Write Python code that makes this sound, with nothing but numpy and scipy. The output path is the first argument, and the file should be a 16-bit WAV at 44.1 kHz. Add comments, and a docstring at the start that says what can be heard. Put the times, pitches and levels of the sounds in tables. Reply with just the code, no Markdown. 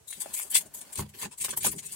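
"""Inside a parked car, things are handled close to a hand-held microphone.
Each rub is a burst of tiny stick-slips that hiss and rasp; firmer rubs also sound a hollow plastic body,
and a few squeak. Something padded slides, the grip rumbles, bumps ring the case and plastic parts tap.
The small padded cabin adds a short tail over a faint noise floor."""
import sys
import numpy as np
from scipy import signal
from scipy.fft import rfft, irfft
from scipy.io import wavfile
from scipy.ndimage import uniform_filter1d, map_coordinates

SR = 44100
rng = np.random.default_rng(int(sys.argv[2]) if len(sys.argv) > 2 else 0)


def materialize(psi):
    """Save the field psi as 16-bit PCM at rate SR to the path in sys.argv[1].

    A 1-D psi becomes a single channel; in a 2-D psi each row is a channel.
    """
    bounded = np.clip(np.atleast_2d(psi).T, -1, 1)
    quanta = np.round(bounded * 32767).astype(np.int16)
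    wavfile.write(sys.argv[1], SR, quanta)


N = 85995
TIME_S = np.arange(N) / SR
SOFT_ATTACK_S, SOFT_RELEASE_S = 0.036, 0.015
RUB_ATTACK_S, RUB_RELEASE_S = 0.012, 0.0072


def undb(db):
    """Decibels to gain."""
    return 10 ** (np.asarray(db) / 20)


def unit(x):
    """Each channel scaled to rms 1."""
    return x / np.sqrt(np.mean(x ** 2, axis=-1, keepdims=True))


def colour(x, spectrum):
    """Filter by (freq_hz, gain_db) points, steep cut below the first; rms 1."""
    hz, db = np.array(spectrum).T
    freq_hz = np.maximum(np.fft.rfftfreq(N, 1 / SR), 1)
    gain_db = np.interp(np.log(freq_hz), np.log(hz), db)
    cut_db = 60 * np.maximum(np.log(hz[0] / freq_hz), 0)
    return unit(irfft(rfft(x) * undb(gain_db - cut_db), N))


def low_cut(x, hz):
    """Third-order high-pass."""
    return signal.sosfilt(signal.butter(3, hz, "high", fs=SR, output="sos"), x)


def band(x, low_hz, high_hz):
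    """Band-pass; rms 1."""
    return unit(signal.sosfilt(signal.butter(2, [low_hz, high_hz], "band", fs=SR, output="sos"), x))


def pan(left_db):
    """Stereo gains, left over right by left_db decibels."""
    return undb(np.array([[1], [-1]]) * left_db / 2) / np.sqrt(np.cosh(left_db * np.log(10) / 10))


def stroke(start_s, length_s, attack_s, release_s):
    """Envelope: rounded attack, hold, exponential release."""
    t = TIME_S - start_s
    return (0.5 + 0.5 * np.tanh(2 * t / attack_s - 0.5)) * np.exp(-np.maximum(t - length_s, 0) / release_s)


def ring(start_s, modes):
    """Damped modes struck together."""
    t = np.maximum(TIME_S - start_s, 0)
    return sum(undb(db) * np.sin(2 * np.pi * hz * t) * 1000 ** (-t / t60_s) for hz, db, t60_s in modes)


def slips(per_s):
    """Stick-slip impulses, random in time and sign."""
    return (rng.random(N) < per_s / SR) * rng.choice([-1, 1], N)


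def wander(x, depth_db=3.5, width_hz=260, life_s=0.035):
    """Surface resonances change as the contact moves."""
    freq_hz, time_s, spectrum = signal.stft(x, SR, nperseg=512)
    grid = np.meshgrid(freq_hz / width_hz, time_s / life_s, indexing="ij")
    fields = rng.standard_normal((3, 128, 128))
    both, left, right = (map_coordinates(field, grid, mode="mirror") for field in fields)
    gain_db = depth_db * (both + np.array([left, right])) / np.sqrt(2)
    return signal.istft(spectrum * undb(gain_db), SR)[1][:, :N]


def friction(decay_s=0.00042, mono_share=0.18):
    """Dense stick-slips, each a tiny dying noise burst."""
    energy = signal.lfilter([1], [1, -np.exp(-2 / (decay_s * SR))], slips(per_s=3800) ** 2)
    noise = mono_share * rng.standard_normal(N) + (1 - mono_share) * rng.standard_normal((2, N))
    return wander(np.sqrt(energy) * noise)


# Floor spectrum: freq_hz, gain_db
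FLOOR_SPECTRUM = [(40, 2), (90, -0.5), (250, -11), (700, -10.5), (1500, -16.5), (5000, -19), (8000, -11.5),
                  (15500, -25.5)]


def noise_floor(level_db=-61.5):
    """Faint, steady, bass-heavy noise."""
    return undb(level_db) * colour(rng.standard_normal((2, N)), FLOOR_SPECTRUM)


def cabin_tail(x, t60_s=0.065, gain_db=-2.5):
    """Dense, short reflections of the padded cabin, different in each channel."""
    t = np.arange(SR // 4) / SR
    decay = rng.standard_normal((2, len(t))) * 1000 ** (-t / t60_s)
    response = unit(decay) / np.sqrt(len(t))
    return undb(gain_db) * signal.fftconvolve(low_cut(x, hz=266), response, axes=1)[:, :N]


# Padded slides: start_s, length_s, level_db
PADDED_SLIDES = [(0.213, 0.12, -57.5), (0.347, 0.154, -63), (0.513, 0.152, -55.5), (0.69, 0.25, -60.5)]
# Slide spectrum: freq_hz, gain_db
SLIDE_SPECTRUM = [(120, -14), (190, 2), (300, 0), (450, -12.5), (660, 0), (850, -12), (1500, -10),
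                  (3000, -17.5)]


def slides():
    """Something padded brushes dully under the early rubs."""
    envelope = sum(undb(db) * stroke(start_s, length_s, SOFT_ATTACK_S, SOFT_RELEASE_S)
                   for start_s, length_s, db in PADDED_SLIDES)
    noise = rng.standard_normal(N) + rng.standard_normal((2, N)) / 2
    return envelope * colour(noise, SLIDE_SPECTRUM)


# Grip shifts: start_s, length_s, level_db, centre_hz
GRIP_SHIFTS = [(.002, 0.0077, -53.5, 84), (0.167, 0.014, -53, 189), (0.263, 0.087, -67, 122),
               (0.972, 0.068, -49.5, 202), (1.133, 0.012, -54, 97), (1.149, 0.021, -57, 293),
               (1.221, 0.045, -44.5, 194), (1.4, 0.047, -53, 127), (1.462, 0.12, -57, 180),
               (1.588, 0.042, -54.5, 110), (1.646, 0.039, -43.5, 193), (1.729, 0.047, -48.5, 213),
               (1.8, 0.056, -59.5, 128), (1.84, 0.11, -63, 138)]


def grip(slips_per_s=2400, edge_ratio=1.43, hollow_db=-7):
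    """Slips of the hand rumble through the case and ring its hollow; mono."""
    hollow = undb(hollow_db) * band(slips(slips_per_s), low_hz=338.5, high_hz=448.5)
    out = 0
    for start_s, length_s, db, centre_hz in GRIP_SHIFTS:
        rumble = band(slips(slips_per_s), centre_hz / edge_ratio, centre_hz * edge_ratio)
        out += undb(db) * (rumble + hollow) * stroke(start_s, length_s, SOFT_ATTACK_S, SOFT_RELEASE_S)
    return out


# Blows on the case: start_s, gain_db, contact_s
CASE_BUMPS = [(0.658, -53, 0.00083), (0.986, -29, .005), (0.996, -26, 0.0018), (1.014, -42, 0.0018),
              (1.240, -43.5, 0.0028), (1.257, -62, 0.006), (1.488, -47.5, .001), (1.534, -55, 0.00055),
              (1.578, -45.5, 0.00051), (1.648, -41.5, .001), (1.669, -38.5, 0.0016), (1.692, -38, 0.0013),
              (1.738, -43, 0.00075)]
# Modes of the case and its support: freq_hz, gain_db, t60_s
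BUMP_MODES = [(81.3, -13, 0.35), (109, -11.5, 0.23), (146.3, -4.5, 0.27), (205.3, -9, 0.283),
              (275, -32, 0.23), (317.4, -5.5, 0.13), (402, 2.5, 0.056)]


def bumps():
    """Soft blows ring the low modes; longer contact is duller."""
    return sum(undb(db) * uniform_filter1d(ring(start_s, BUMP_MODES), int(contact_s * SR))
               for start_s, db, contact_s in CASE_BUMPS)


# Light taps: start_s, level_db, pitch_hz
PLASTIC_TAPS = [(.127, -39.5, 2120), (.2595, -34, 668), (0.397, -40.5, 1190), (0.556, -33.5, 1097),
                (.555, -30, 2633), (.993, -29, 1094), (1.022, -40, 1304), (1.231, -33.5, 1059),
                (1.258, -39.5, 854), (1.446, -37, 1083), (1.484, -35, 1290), (1.534, -38.5, 1546),
                (1.574, -38, 925), (1.647, -27, 786), (1.667, -33, 1220)]
# Modes of a tapped part: pitch_ratio, gain_db, t60_s
PLASTIC_MODES = [(1, -0.5, 0.026), (.87, -13, 0.031), (1.17, -8.5, 0.028), (1.95, -7, 0.019)]


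def taps(crack_db=-19.5, crack_decay_s=0.0046):
    """Small plastic parts knock with a dry crack and ring briefly."""
    knocks = contact = 0
    for start_s, db, pitch_hz in PLASTIC_TAPS:
        modes = [(pitch_hz * ratio, gain_db, t60_s) for ratio, gain_db, t60_s in PLASTIC_MODES]
        knocks += undb(db) * ring(start_s, modes)
        contact += undb(db) * (TIME_S >= start_s) * np.exp(-np.abs(TIME_S - start_s) / crack_decay_s)
    crack = undb(crack_db) * contact * band(rng.standard_normal((2, N)), low_hz=463, high_hz=2960)
    return low_cut(knocks, hz=230) + crack


# Squeaking slides: start_s, length_s, level_db, pitch_hz
SQUEAK_STROKES = [(0.074, 0.089, -50.5, 3830), (0.358, 0.056, -45.5, 2315), (0.554, 0.014, -32.5, 2680),
                  (1.211, 0.041, -46.5, 2634)]


def squeaks(width_hz=360):
    """Slips catch in one narrow resonance."""
    grain, out = friction(), 0
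    for start_s, length_s, db, pitch_hz in SQUEAK_STROKES:
        resonance = band(grain, pitch_hz - width_hz / 2, pitch_hz + width_hz / 2)
        out += undb(db) * resonance * stroke(start_s, length_s, RUB_ATTACK_S, RUB_RELEASE_S)
    return pan(left_db=4) * out


# Rubs: start_s, length_s, hiss_db, rasp_db, body_db, sheen_db
RUB_STROKES = [ (0.075, 0.014, -38, -63, -86, -41), (0.101, 0.0062, -32, -51, -54, -36.5),
               (.123, 0.0064, -34, -42.5, -71, -51), (0.134, 0.059, -50.5, -58, -66, -50.5),
               (0.2, 0.02, -29.5, -44, -57, -33.5), (0.217, 0.13, -50, -57, -57.5, -55),
               (0.334, 0.019, -31, -44, -65, -34), (0.361, 0.04, -34, -46, -56.5, -33.5),
               (0.398, 0.035, -35, -52, -57.5, -44), (0.43, 0.052, -48.5, -60.5, -58, -54),
               (0.501, 0.016, -33.5, -51, -53.5, -30.5), (0.52, 0.016, -59, -41, -54.5, -57),
               (0.544, 0.0078, -16.5, -23, -71, -24.5), (0.55, 0.016, -26, -27, -72, -39),
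               (0.56, 0.019, -22.5, -35, -59, -24), (0.601, 0.012, -36.5, -49, -52, -42),
               (0.655, 0.012, -47, -78, -60.5, -64), (0.738, 0.014, -39, -54.5, -52.5, -38),
               (0.76, 0.034, -45, -60.5, -60, -47.5), (0.808, 0.0064, -36, -51.5, -58, -46),
               (0.82, 0.093, -61.5, -62.5, -60, -68), (0.924, 0.0092, -37, -49.5, -54, -44),
               (0.953, 0.0046, -32.5, -39.5, -46, -45), (0.972, 0.0056, -33, -37.5, -42.5, -37),
               (0.98, 0.027, -39, -43.5, -40.5, -39.5), (1.02, 0.0045, -49, -45, -41, -52),
               (1.046, 0.019, -80, -60, -58, -74), (1.088, 0.0066, -52, -57, -57.5, -53),
               (1.137, 0.014, -64, -50.5, -59, -56), (1.154, 0.034, -59, -58.5, -69, -54),
               (1.186, 0.054, -46, -47.5, -54.5, -41.5), (1.215, 0.022, -39, -42.5, -41, -49.5),
               (1.238, 0.021, -42.5, -47, -41, -72), (1.31, 0.028, -49.5, -57, -54, -74),
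               (1.379, 0.0059, -35.5, -49, -59, -37.5), (1.4, 0.027, -31, -46, -58, -40),
               (1.441, 0.006, -25, -31, -36.5, -28), (1.454, 0.0078, -33, -41, -65, -53),
               (1.482, .012, -41, -40, -40, -43), (1.503, 0.0063, -27, -37.5, -89, -41),
               (1.527, 0.0064, -43, -41.5, -36.5, -64), (1.568, 0.0089, -29.5, -43.5, -39.5, -24),
               (1.602, 0.037, -37, -48.5, -63, -60), (1.627, 0.0056, -37, -36, -64, -34),
               (1.64, 0.014, -26, -29.5, -38.5, -29.5), (1.657, 0.012, -24, -34.5, -30.5, -26),
               (1.67, 0.025, -31.5, -46, -70, -55), (1.712, 0.0085, -36, -44, -85, -32.5),
               (1.727, 0.0034, -44, -44.5, -41.5, -52), (1.749, 0.047, -46, -65, -93, -54),
               (1.781, 0.012, -38.5, -43.5, -53.5, -53), (1.821, 0.028, -50, -53.5, -59, -58),
               (1.851, 0.019, -39.5, -54, -76, -49), (1.878, 0.074, -53.5, -54.5, -67, -54.5),
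               (1.92, 0.0077, -31.5, -53, -57, -40), (1.937, 0.018, -45, -59, -50, -48)]
# Spectra of the four parts of a rub: freq_hz, gain_db
HISS_SPECTRUM = [(4500, -24), (6000, -13), (7300, -1), (8200, 1.5), (9400, 0.5), (10300, -9), (11500, -40),
                 (14000, -87)]
RASP_SPECTRUM = [(1200, -23), (1800, -1.5), (2300, 2.5), (2750, -0.5), (3200, 1.5), (4200, -0.5),
                 (5400, -4.5), (6200, -5.5), (7500, -11.5)]
BODY_SPECTRUM = [(150, -46), (280, -7.5), (400, 4.5), (520, -0.5), (650, -4.5), (820, 2.5), (1200, 2),
                 (1600, -6), (2600, -25.5)]
SHEEN_SPECTRUM = [(8000, -35), (10000, -6.5), (10900, 4.5), (12100, -1), (13500, -1), (14800, -3.5),
                  (16000, -9.5)]


def rubs(early_left_db=4, drift_s=0.73):
    """One stream of slips sounds as hiss, rasp, hollow body and top sheen, mixed per rub."""
    grain = friction()
    envelopes = np.array([stroke(start_s, length_s, RUB_ATTACK_S, RUB_RELEASE_S)
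                          for start_s, length_s, *_ in RUB_STROKES])
    gains = undb(np.array(RUB_STROKES)[:, 2:].T)
    hiss, rasp, body, sheen = np.sqrt(gains ** 2 @ envelopes ** 2)  # overlaps add in power
    drift_db = early_left_db * np.maximum(1 - TIME_S / drift_s, 0)  # treble starts further left
    return (hiss * colour(grain, HISS_SPECTRUM) * pan(left_db=4.5 + drift_db)
            + rasp * colour(grain, RASP_SPECTRUM) * pan(left_db=0.8 + drift_db)
            + body * colour(grain, BODY_SPECTRUM) * pan(left_db=-8.5)
            + sheen * colour(grain, SHEEN_SPECTRUM) * pan(left_db=6 + drift_db))


def scene():
    """Noise floor, cabin tail and close handling."""
    handling = slides() + grip() + bumps() + taps() + squeaks() + rubs()
    return noise_floor() + cabin_tail(handling) + handling


def record(dry, bottom_hz=47, top_hz=15900):
    """The recorder cuts the deepest bass and the top."""
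    low_pass = signal.ellip(10, 0.2, 80, top_hz, fs=SR, output="sos")
    return signal.sosfilt(low_pass, low_cut(dry, bottom_hz))


dry = scene()
out = record(dry)
materialize(out)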